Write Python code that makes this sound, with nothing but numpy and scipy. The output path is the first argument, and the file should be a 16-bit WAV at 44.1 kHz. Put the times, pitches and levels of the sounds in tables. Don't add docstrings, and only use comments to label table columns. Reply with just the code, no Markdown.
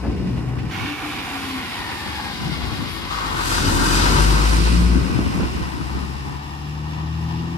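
import sys
import numpy as np
from scipy.fft import rfft, irfft, next_fast_len
from scipy.io import wavfile
from scipy.ndimage import uniform_filter1d, map_coordinates

SR = 44100
rng = np.random.default_rng(int(sys.argv[2]) if len(sys.argv) > 2 else 0)


def dump_mix(stems):
    frames = np.atleast_2d(stems).T
    limited = np.clip(frames, -1, 1)
    pcm = np.round(limited * 32767).astype(np.int16)
    wavfile.write(sys.argv[1], SR, pcm)


N = 334233

# (time [s], firing rate [Hz])
FIRING_RATE = [(0, 60.1), (.69, 62.55), (.72, 93.5), (1.05, 100.2), (1.5, 88.74), (2, 76.08), (2.6, 61.69),
               (3.25, 51), (3.5, 41.81), (3.65, 39.42), (3.9, 45.03), (4.76, 58.27), (5.56, 63.59),
               (6.33, 70.23), (7.58, 84.93)]
# (block clatter [dB], injector rasp [dB], hiss [dB], knock [dB])
SIDE_LEVELS = [(-36.5, -35.5, -47.5, -45.5), (-34, -34.5, -45, -30), (-26, -26, -31, -33),
               (-36.5, -38.5, -45.5, -41), (-39.5, -44, -54, -45)]
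# (frequency [Hz], left minus right [dB])
PORT_TILT = [(450, -10), (600, -0.5), (800, 5.5), (1300, 3.5), (2400, -2.5), (3600, 2), (5300, 8),
             (7000, -1.5), (9500, -6.5), (12000, 0.5)]
# lag [ms], before the bend below
PORT_LAG_MS = [0.0084, 0.21, 0.38, 0.39, 0.29]
# (frequency [Hz], factor [1])
LAG_BEND = [(250, .2), (450, 3.5), (650, 2.02), (1000, 1.02), (2200, 0.7), (5000, 0.94), (6200, 0.96),
            (7000, 0)]
# (frequency [Hz], noise weight [dB])
KNOCK_COLOUR = [(500, -18), (780, -8.5), (1000, 1), (1150, 3), (1520, -2.5), (2000, -24), (3000, -16.5),
                (8000, -24), (14000, -70)]
# (time [s], boom [dB], rattle [dB])
LOW_THUMPS = [(.053, -12.5, -32), (.218, -17, -51), (2.49, -21, -54), (2.82, -17, -43), (4.95, -12, -48),
              (5.051, -21, -60), (5.186, -7, -35), (5.374, -14, -40), (5.417, -22, -36)]

CUT_S = .705
SPEED_M_PER_S, SOUND_M_PER_S = 2.234, 343
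ENGINE_PASS, OUTLET_PASS = (3.82, 1.99), (4.26, 1.59)


def amp(db):
    return 10 ** (np.asarray(db) / 20)


def unit(x):
    return x / np.sqrt(np.mean(x ** 2) + 1e-20)


def along(points, hz):
    f, v = np.transpose(points)
    return np.interp(np.log(hz + 1), np.log(f + 1), v)


def clock():
    return np.arange(N) / SR


def curves(rows):
    s, *cols = np.transpose(rows)
    return [np.interp(clock(), s, c) for c in cols]


def wobble(rate):
    t = np.arange(0, N / SR + 1 / rate, .1 / rate)
    points = rng.standard_normal(int(N * rate / SR) + 4)
    return np.interp(clock(), t, map_coordinates(points, [t * rate]))


def swell(s, half):
    return np.exp(-.5 * np.minimum(((clock() - s) / half) ** 2, 100))


def eased(db):
    return uniform_filter1d(db, size=SR // 40)


def grid():
    return np.fft.rfftfreq(next_fast_len(N + 8192, True) // 2 * 2, 1 / SR)


def filtered(x, response):
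    m = 2 * (len(grid()) - 1)
    return irfft(rfft(x, m) * response, m)[..., :N]


def delayed(x, delay_s):
    return np.array([np.interp(clock() - delay_s, clock(), channel) for channel in x])


def pan(left_db):
    return amp(np.outer([.5, -.5], left_db))


def lift_db(modes, hz):
    return sum(db / (1 + (2 * (hz - centre) / width) ** 2) for centre, width, db in modes)


def opening():
    return 1.0 * (clock() < CUT_S)


def emerging_db():
    rise_db_per_s = 7.5
    return rise_db_per_s * (clock() - CUT_S / 2)


def pass_time():
    ahead_s = 5.06
    return clock() + ahead_s * opening()


def distance(closest):
    s, metres = closest
    return np.hypot(metres, SPEED_M_PER_S * (pass_time() - s))


def facing():
    # (time along the pass [s], side [0 front, 1 cab corner, 2 flank, 3 rear wheels, 4 tailgate])
    side_points = [(.72, 0), (2.3, 1), (3.3, 0.99), (3.5, 2), (3.97, 2), (4.9, 3), (5.8, 3.5), (6.5, 4)]
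    return np.clip(np.interp(pass_time(), *np.transpose(side_points)), 0, len(SIDE_LEVELS) - 1)


def throttle():
    # (time [s], opening [0 coasting to 1 pulling])
    pedal = [(.78, 1), (.95, 0.16), (3.07, 0), (3.12, 0.97)]
    return np.clip(curves(pedal)[0], 0, 1)


def carry_db(closest):
    rev_db_per_octave = 12.5
    octaves = np.log2(curves(FIRING_RATE)[0] / 60)
    return rev_db_per_octave * octaves + 20 * np.log10(closest[1] / distance(closest))


def machinery_db():
    opening_levels = (-7, -7.5, -10, -16)
    load_db = 3
    shared, side = carry_db(ENGINE_PASS) + load_db * throttle(), facing()
    levels = []
    for by_side, db in zip(np.transpose(SIDE_LEVELS), opening_levels):
        side_db = np.interp(side, np.arange(len(by_side)), by_side)
        levels.append(eased(shared + side_db + (db + emerging_db()) * opening()))
    return levels


def underbody(echo=0.53, decay_s=0.0094, dull_hz=6000):
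    hz, t = grid(), np.arange(SR // 20) / SR
    tail = rng.standard_normal(len(t)) * np.exp(-t / decay_s)
    depth = echo / (1 + (hz / dull_hz) ** 2)
    return (1 + depth * rfft(tail / np.linalg.norm(tail), 2 * (len(hz) - 1))) / np.hypot(1, depth)


def ports(direct, lag_ms):
    # (frequency [Hz], left-right likeness [0-1])
    likeness = [(500, 1), (1000, 0.46), (2500, 0.39), (5000, 0.16), (14000, 0.13)]
    hz = grid()
    gain = pan(along(PORT_TILT, hz))
    lead = 2 * np.pi * hz * lag_ms / 1000 * along(LAG_BEND, hz)
    path = gain * np.exp(1j * np.outer([.5, -.5], lead))
    alike = np.clip(along(likeness, hz), .3, .85)
    middle = np.sqrt(alike * abs(path.mean(0)) ** 2 + (1 - alike) * (gain ** 2).mean(0) / 2)
    scattered = rfft(rng.standard_normal((2, N)), 2 * (len(hz) - 1))
    both = direct * path * np.sqrt(alike) + scattered * gain * np.sqrt(1 - alike)
    return underbody() * both / middle


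def wind(lumps_db=3, eddy_db=4.5, eddies_per_s=9):
    # (time [s], level before lumps and left-right gains [dB], half length [s])
    gusts = [(0.62, -30, 0.051), (0.835, -31, 0.037), (2.474, -27, 0.063), (2.622, -30, 0.047),
             (2.745, -26.5, 0.14), (3.82, -24, 0.083), (4.847, -21, 0.069), (4.973, -19.5, 0.051),
             (5.202, -20, 0.086), (5.407, -22, 0.052), (5.58, -26.5, 0.073), (5.795, -25.5, 0.044),
             (5.987, -27, 0.061), (6.305, -31.5, 0.056)]
    # (frequency [Hz], noise weight [dB])
    wind_colour = [(20, -40), (50, 2), (110, 2), (200, -1.5), (330, -3.5), (480, -18.5), (900, -34.5),
                   (1500, -21), (2500, -68), (6000, -100)]
    wake_db, wake_s, wake_half_s = -30.5, 4.65, 0.96
    wake = amp(wake_db + eddy_db * wobble(eddies_per_s)) * swell(wake_s, wake_half_s)
    force = np.sqrt(wake ** 2 + sum((amp(db) * swell(s, half)) ** 2 for s, db, half in gusts))
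    lumps = amp(lumps_db * np.array([wobble(45), wobble(45)]))
    noise = filtered(rng.standard_normal((2, N)), amp(along(wind_colour, grid())))
    return force * unit(lumps * noise) * amp([[2.5], [-.5]])


def high_hiss():
    # (time [s], level [dB], half length [s], left minus right [dB])
    hiss_swells = [(2.3, -43.5, .25, 3), (4.55, -35, 0.3, -10), (5.97, -48.5, 0.25, 0)]
    # (frequency [Hz], noise weight [dB])
    hiss_colour = [(1000, -16), (2000, -6), (4500, 9), (6500, -5), (9000, -3), (14000, -21)]
    colour = amp(along(hiss_colour, grid())) * pan(along(PORT_TILT, grid()))
    noise = unit(filtered(rng.standard_normal((2, N)), colour))
    return sum(amp(db) * swell(s, half) * pan(left_db) for s, db, half, left_db in hiss_swells) * noise


def thumps(level_db=-2, delay_s=0.00396):
    # (frequency [Hz], width [Hz], weight [dB])
    thump_modes = [(222, 90, -2), (344, 76, -7), (697, 15, -35), (1000, 66, -17), (1170, 45, -21)]
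    hz, blows, tone = grid(), np.zeros(N), 0
    for k, (centre, width, db) in enumerate(thump_modes):
        damping = 1j * hz * width
        tone = tone + (-1) ** k * amp(db) * damping / (centre * centre - hz * hz + damping)
    for s, db, _ in LOW_THUMPS:
        blows[round((s + delay_s) * SR)] = amp(db + level_db)
    soft = tone / (1 + 1j * hz / 900) ** 2
    return filtered(blows, soft / abs(irfft(soft)).max())


def rattles(rough_db=3.0, left_db=3):
    # (frequency [Hz], noise weight [dB])
    rattle_colour = [(150, -20), (330, 9), (600, -1), (900, -3), (1500, -10.5), (2200, -16), (8000, -49)]
    lead_s, attack_s, decay_s = 0.029, 0.007, 0.055
    level = np.zeros(N)
    for s, _, db in LOW_THUMPS:
        age = np.maximum(clock() - s + lead_s, 0)
        level += amp(db) * (1 - np.exp(-age / attack_s)) * np.exp(-age / decay_s)
    shake = rng.standard_normal(N) + .5 * rng.standard_normal((2, N))
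    clatter = unit(filtered(shake * amp(rough_db * wobble(120)), amp(along(rattle_colour, grid()))))
    return 2 * level * clatter * amp([[left_db / 2], [-left_db / 2]])


def air(chuff_hz=2450):
    # (time [s], level before an 8 dB cut [dB])
    chuff_strokes = [(0.1794, -36), (0.2828, -36), (0.3825, -34), (0.4944, -36), (0.5985, -32)]
    # (time [s], level [dB], half length [s])
    valve_hisses = [(2.94, -43, 0.044), (3.55, -45, .07)]
    hz = grid() + 1
    strokes = sum(amp(db - 8) * swell(s, .01) for s, db in chuff_strokes)
    chuff = unit(filtered(rng.standard_normal((2, N)), 1 / (1 + (4 * np.log(hz / chuff_hz)) ** 2)))
    thin = amp(along([(5000, -40.5), (9500, 20), (14000, 16)], hz))
    leak = unit(filtered(rng.standard_normal((2, N)), thin))
    return strokes * chuff + sum(amp(db) * swell(s, half) for s, db, half in valve_hisses) * leak


def turbo(blur_hz=420):
    # (time [s], pitch [Hz], level [dB])
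    whistle = [(.72, 9400, -75), (1.1, 9400, -64), (1.45, 9300, -55), (1.85, 8897, -54), (2.1, 8500, -56),
               (2.5, 7900, -80)]
    hz, db = curves(whistle)
    phase = 2 * np.pi * np.cumsum(hz) / SR
    pair = [wobble(blur_hz) * np.sin(phase) + wobble(blur_hz) * np.cos(phase) for port in range(2)]
    return amp(db) * unit(np.array(pair))


def whine(cycles, stray=.45, stray_hz=40):
    # (multiple of the firing rate [1], level relative to the whine's own [dB])
    mesh_lines = [(11.8, 0), (12.75, -4), (15.7, -7), (21.6, -5), (23.6, 0)]
    mesh_db, mesh_s, mesh_half_s = -44, 2.08, .42
    out = np.zeros((2, N))
    lag = np.array([[0], [PORT_LAG_MS[0] + PORT_LAG_MS[1]]]) / 2000 * curves(FIRING_RATE)[0]
    for order, db in mesh_lines:
        unsteady = 1 + stray * np.array([wobble(stray_hz) + 1j * wobble(stray_hz) for port in range(2)])
        out += amp(db) * unit((unsteady * np.exp(2j * np.pi * order * (cycles - lag))).real)
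    return amp(mesh_db) * swell(mesh_s, mesh_half_s) * out


def gears(cycles, lower_order=11.7, upper_order=23.5, blur_hz=260, blur=1.0, spread=0.36):
    # (time [s], lower mesh level [dB], upper mesh level [dB])
    mesh_levels = [(.68, -72, -57), (.75, -42.5, -39), (1.1, -41, -39), (1.45, -60, -55), (1.85, -47, -40),
                   (2.2, -41, -45), (2.6, -47, -55), (3.1, -77, -43), (3.6, -72, -66)]
    out = np.zeros((2, N))
    for order, db in zip((lower_order, upper_order), curves(mesh_levels)):
        pattern = rng.standard_normal(size=14) + 1j * rng.standard_normal(size=14)
        backlash = np.interp(cycles / 6, np.arange(len(pattern)) / len(pattern), pattern, period=1)
        chatter = backlash + blur * wobble(blur_hz) + spread * 1j * np.outer([1, -1], wobble(blur_hz))
        out += amp(db) * unit((chatter * np.exp(2j * np.pi * order * cycles)).real)
    return out


def growl(cycles, throb=0.49, left_db=2):
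    # (time [s], level [dB], half length [s], centre [Hz], width [Hz])
    growl_swells = [(.2, -31, 0.2, 229, 130), (.4, -29.5, 0.25, 135, 90), (2.312, -35.5, 0.045, 213, 40),
                    (2.45, -28, 0.065, 160, 110), (3.8, -28.5, 0.16, 307, 80),
                    (4.357, -27.5, 0.034, 150, 100)]
    out = np.zeros(N)
    for s, db, half, centre_hz, width_hz in growl_swells:
        gulps = rng.standard_normal(N) * (1 + throb * np.cos(2 * np.pi * cycles))
        narrow = 1 / (1 + (2 * (grid() - centre_hz) / width_hz) ** 2)
        out += amp(db) * swell(s, half) * unit(filtered(gulps, narrow))
    return out * amp([[left_db / 2], [-left_db / 2]])


def impacts(cycles, count, scatter_db, jitter_s):
    angle = 6 * (np.arange(count) + rng.uniform(-.3, .3, count)) / count
    size = rng.standard_normal(count)
    turns = np.arange(0, cycles[-1], 6)[:, None] + angle
    when = np.interp(turns, cycles, clock(), right=2 * N / SR) + jitter_s * rng.standard_normal(turns.shape)
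    sizes = np.sign(size) * amp(scatter_db * rng.standard_normal(turns.shape)) * (.5 + abs(size))
    return unit(np.bincount(abs(when * SR).astype(int).ravel(), sizes.ravel(), N)[:N])


def rumble(cycles, steady=0.55, throb=0.19, side_db=-5, left_db=1.5, lumps_db=1.5):
    # (time [s], level before random lumps [dB])
    rumble_level = [(0, -38.5), (.08, -22.5), (.69, -33.5), (1, -36), (2.2, -35.5), (3.1, -36), (3.6, -25),
                    (4.1, -23.5), (4.7, -29), (5.2, -31), (5.7, -41.5), (6.4, -40), (7.58, -36)]
    # (frequency [Hz], weight [dB])
    pipe_colour = [(25, -26), (45, -6), (80, -0.5), (130, -4.5), (220, -5.5), (320, -5), (390, -10.5),
                   (550, -22), (800, -28), (2000, -110)]
    pipe = amp(along(pipe_colour, grid()))
    uneven = unit(filtered(impacts(cycles, count=24, scatter_db=1.0, jitter_s=0.00022), pipe))
    gas = filtered(rng.standard_normal((2, N)) * (1 + throb * np.cos(2 * np.pi * cycles)), pipe)
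    mid = unit(steady * uneven + (1 - steady) * unit(gas[0]))
    side = amp(side_db) * unit(gas[1])
    level = amp(curves(rumble_level)[0] + lumps_db * wobble(16))
    return level * np.array([mid + side, mid - side]) * amp([[left_db / 2], [-left_db / 2]])


def shielded(x, loss_db=-4, edge_hz=170):
    bass = filtered(x, 1 / (1 + (grid() / edge_hz) ** 4))
    return x + (amp(loss_db * eased(np.clip(2 - 2 * facing(), 0, 1))) - 1) * bass


def drone(cycles, shake_db=0.0, rough_db=2.5, waver_db=2.5, left_db=4.0):
    # (multiple of the firing rate [1], level [dB], extra before the jump [dB],
    #  extra behind the tailgate [dB], level in the boom beside the outlet [dB])
    exhaust_tones = [(1, -29, -0.5, 1, -17.5), (1.5, -47, -1, 17, -55), (2, -36.5, 0, 9.5, -49),
                     (3, -45.5, -1, 3.5, -35), (4, -47, 4, 14, -47)]
    # (frequency [Hz], width [Hz], lift [dB])
    pipe_modes = [(81.4, 7.2, 4), (154, 15.5, 5.3), (164.2, 17, 6.2), (182.5, 8.5, 5.9)]
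    # (time [s], multiple of the firing rate [1], level before roughness [dB], half length [s])
    hum_swells = [(.09, 1, -27, .06), (.24, 3, -29, .06), (0.397, 2, -26.5, .07), (0.557, 2, -28.5, 0.11),
                  (.77, 1, -35.5, .06), (0.898, 3, -31, .035), (1.064, 3, -32, 0.037), (1.19, 3, -39, .03),
                  (1.39, 3, -33.5, 0.053), (1.55, 3, -33, 0.1), (1.85, 4, -43, 0.064), (2.13, 1, -38, .09),
                  (2.258, 4, -42, 0.054), (2.62, 1, -32, .08), (3.66, 2, -26.5, 0.11), (3.65, 1, -29, .09),
                  (4.08, 2, -27.5, 0.18), (4.2, 3, -27, 0.066), (4.876, 3, -26.5, .14), (6, 1, -33.5, .2),
                  (7.14, 1, -30.5, .11), (7.3, 1.5, -33, .2), (7.449, 3, -40, .12)]
    # (time [s], amount [0-1])
    pipe_aim = [(5.9, 0), (7.3, 0.94)]
    coast_db = -18
    boom_full_s, boom_end_s = 4.25, 4.98
    boom_rise_db_per_s, boom_fall_db_per_s = 25, 192
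    t, firing_hz = clock(), curves(FIRING_RATE)[0]
    behind = curves(pipe_aim)[0]
    settled = 1 - .75 * behind
    shared = carry_db(OUTLET_PASS) + coast_db * (1 - throttle())
    before_db = boom_rise_db_per_s * np.maximum(boom_full_s - t, 0)
    after_db = boom_fall_db_per_s * np.maximum(t - boom_end_s, 0)
    boom = amp(-before_db - after_db)
    tones = np.zeros(N)
    for multiple, db, opening_db, behind_db, boom_db in exhaust_tones:
        k = round(2 * multiple) / 2
        aim_db = (opening_db + emerging_db()) * opening() + behind_db * behind
        pipe_db = lift_db(pipe_modes, k * firing_hz)
        own = amp(eased(db + shared + aim_db + pipe_db + waver_db * settled * wobble(5)))
        hums = sum((amp(hum_db) * swell(s, half)) ** 2
                   for s, order, hum_db, half in hum_swells if round(2 * order) / 2 == k)
        rough = amp((shake_db if k == 1 else rough_db) * settled * wobble(25))
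        level = np.sqrt((own + amp(boom_db) * boom) ** 2 + hums) * rough
        tones += level * np.sin(2 * np.pi * (k * cycles + rng.random()))
    return np.sqrt(2) * tones * amp([[left_db / 2], [-left_db / 2]])


def hard_knocks(t60_s=.055, attack_s=.0012, clank=.4, width_hz=90):
    # (time [s], ring level before clank and port gains [dB], ring pitch [Hz])
    hard_hits = [(3.512, -18, 1300), (3.58, -17, 1170), (3.686, -17, 930), (3.856, -17, 1510),
                 (3.944, -16, 940), (4.032, -16, 1250), (4.058, -16, 930), (4.12, -17, 1010),
                 (4.18, -15, 935), (4.216, -18, 1100), (4.271, -19, 1140), (4.303, -13, 965)]
    out = np.zeros((2, N))
    metal = unit(filtered(rng.standard_normal((2, N)), amp(along(KNOCK_COLOUR, grid()))))
    spread = np.array([wobble(width_hz), wobble(width_hz)])
    age = np.arange(SR // 10) / SR
    lag_s = np.array([[0], [PORT_LAG_MS[2] / 1000]])
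    for s, db, hz in hard_hits:
        span = slice(round(s * SR), round(s * SR) + len(age))
        ring = np.sin(2 * np.pi * (hz * (age - lag_s) + rng.random()) + .5 * spread[:, span])
        envelope = amp(db - 60 * age / t60_s) * (1 - np.exp(-age / attack_s))
        out[:, span] += envelope * (ring + clank * metal[:, span])
    return out * pan(along(PORT_TILT, np.array([1000])))


def knock(cycles, level_db, decay_s=.009, scatter_db=1.5, muffled=.25, bare=.8):
    hz, firing = grid(), cycles.astype(int)
    age_s = (cycles - firing) / curves(FIRING_RATE)[0]
    burst = unit(amp(scatter_db * rng.standard_normal(N))[firing] * np.exp(-age_s / decay_s))
    crack = np.interp(facing(), [1, 2, 4], [muffled, bare, muffled])
    roar = irfft(ports(rfft(rng.standard_normal(N), 2 * (len(hz) - 1)), PORT_LAG_MS[2]))[:, :N]
    ring = filtered(np.sqrt(1 - crack + crack * burst ** 2) * roar, amp(along(KNOCK_COLOUR, hz)))
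    return throttle() * amp(level_db) * ring / ring.mean(0).std()


def engine(cycles, band_db, rattle=0.77, pulse=0.072, lope=0.044, flutter_db=(1.1, .6, .55), drift_db=0.79,
           low_hz=550, mid_hz=1900, high_hz=6000):
    # (frequency [Hz], weight [dB])
    front_colour = [(260, -38), (450, 11.5), (491, -8), (560, -9), (630, -13), (700, 2), (790, 1),
                    (1130, -6), (1750, 1), (2070, -10), (2340, 2), (2600, -1.5), (2950, -0.5), (3200, -5.5),
                    (3600, -6.5), (5340, -14.5), (7990, -29.5), (9360, -26.5), (14000, -29)]
    corner_colour = [(260, -40), (450, 6), (560, -11), (630, -12), (700, -6.5), (790, -2.5), (950, -3),
                     (1400, -6.5), (1900, -7), (2350, -7), (2680, -9), (3520, -6), (4900, -9),
                     (6260, -20.5), (8340, -21.5), (11100, -21), (14000, -26.5)]
    flank_colour = [(260, -34), (450, 9), (617, -12), (847, -3), (951, -1), (1530, -1.5), (1670, -10),
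                    (2070, -13.5), (2800, -8.5), (3370, -10.5), (5120, -12), (6920, -15), (7760, -9.5),
                    (12000, -18.5), (14000, -23)]
    wheels_colour = [(260, -31), (450, 2), (583, -18.5), (911, -13.5), (1070, -10.5), (1690, -17),
                     (2840, -6.5), (3370, -13), (5190, -11), (6630, -21.5), (8220, -18), (11600, -24),
                     (13000, -30), (14000, -44)]
    rear_colour = [(260, -49), (450, -22), (512, -26), (645, -18), (713, -8), (830, -3.5), (1040, -2),
                   (1210, -6), (1380, -18.5), (1640, -11), (2160, -17), (2680, -11), (2950, -13),
                   (3730, -17), (5000, -21.5), (5420, -20.5), (5910, -27), (14000, -33)]
    # (frequency [Hz], width [Hz], lift [dB])
    block_modes = [(746, 78, 2.5), (987, 190, 2), (1190, 66, -3), (2780, 350, 1), (3620, 130, 1.5),
                   (4100, 840, 1.5), (5000, 320, 2.5), (8760, 900, -0.5), (9300, 500, 1.5)]
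    hz, side = grid(), facing()
    blows = rattle * impacts(cycles, count=96, scatter_db=1.5, jitter_s=.00003)
    direct = rfft(unit(blows + rng.standard_normal(N)), 2 * (len(hz) - 1))
    rings = lift_db(block_modes, hz)
    above = [1 / np.sqrt(1 + (edge / (hz + 1)) ** 16) for edge in (low_hz, mid_hz, high_hz)]
    bands = [above[0] * np.sqrt(1 - above[1] ** 2), above[1] * np.sqrt(1 - above[2] ** 2), above[2]]
    levels = [amp(db + depth * wobble(30) + drift_db * wobble(10)) for db, depth in zip(band_db, flutter_db)]
    colours = (front_colour, corner_colour, flank_colour, wheels_colour, rear_colour)
    out = np.zeros((2, N))
    for k, (colour, lag_ms) in enumerate(zip(colours, PORT_LAG_MS)):
        pair = ports(direct, lag_ms) * amp(along(colour, hz) + rings)
        share = np.sqrt(np.clip(1 - abs(side - k), 0, 1))
        for band, level in zip(bands, levels):
            part = irfft(pair * band)[:, :N]
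            out += part * (share * level / part.mean(0).std())
    cycle = np.pi * cycles / 3
    return out * (1 + pulse * np.cos(2 * np.pi * cycles) + lope * np.cos(cycle))


def road(x):
    engine_height_m, mic_height_m, bounce = 0.914, 0.93, 0.1
    delay_s = 2 * engine_height_m * mic_height_m / distance(ENGINE_PASS) / SOUND_M_PER_S
    strength = bounce * np.clip(2 - facing(), 0, 1)
    return (x + strength * delayed(x, delay_s)) / np.hypot(1, strength)


def panels(x, echo=0.17, gap_m=1.3):
    delay_s = 2 * gap_m * ENGINE_PASS[1] / distance(ENGINE_PASS) / SOUND_M_PER_S
    strength = echo * np.clip(3.5 - facing(), 0, 1)
    return (x + strength * delayed(x, delay_s)) / np.hypot(1, strength)


def placed(x, clatter_swing=1.53, clatter_hz=1500, rasp_hz=6500):
    # (time [s], left minus right before the clatter's swing [dB])
    bearing = [(0, -1), (.69, -2.5), (.72, -4), (1.1, -2.5), (2.6, 1.4), (4.2, 1), (4.8, -1), (5.4, -1),
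               (5.8, 0.5), (7.58, -.5)]
    turn_ms = 0.25
    hz = grid()
    turn = np.outer([.5, -.5], hz * along(LAG_BEND, hz)) * turn_ms / 1000
    x = np.where(opening() > 0, filtered(x, np.exp(-2j * np.pi * turn)), x)
    clatter, body = [filtered(x, 1 / (1 + (hz / edge) ** 8)) for edge in (clatter_hz, rasp_hz)]
    left_db = curves(bearing)[0]
    return clatter * pan(clatter_swing * left_db) + (body - clatter) * pan(left_db) + x - body


def scene():
    cycles = np.cumsum(curves(FIRING_RATE)[0] * (1 + .002 * wobble(12))) / SR
    *band_db, knock_db = machinery_db()
    lows = wind() + thumps() + rattles()
    lows = lows + growl(cycles) + shielded(rumble(cycles)) + drone(cycles)
    machinery = air() + turbo() + whine(cycles) + gears(cycles)
    machinery = machinery + hard_knocks() + knock(cycles, knock_db)
    machinery = machinery + panels(road(engine(cycles, band_db)))
    shade_db, shade_s, shade_half_s = 4, 2.75, .35
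    shade = amp(-shade_db * np.outer([0, 1], swell(shade_s, shade_half_s)))
    return high_hiss() + lows * shade + placed(machinery)


def record(dry):
    top_hz = 14400
    hz = grid() + 1
    return filtered(dry, (hz < top_hz) / np.sqrt(1 + (30 / hz) ** 8))


dry = scene()
out = record(dry)
dump_mix(out)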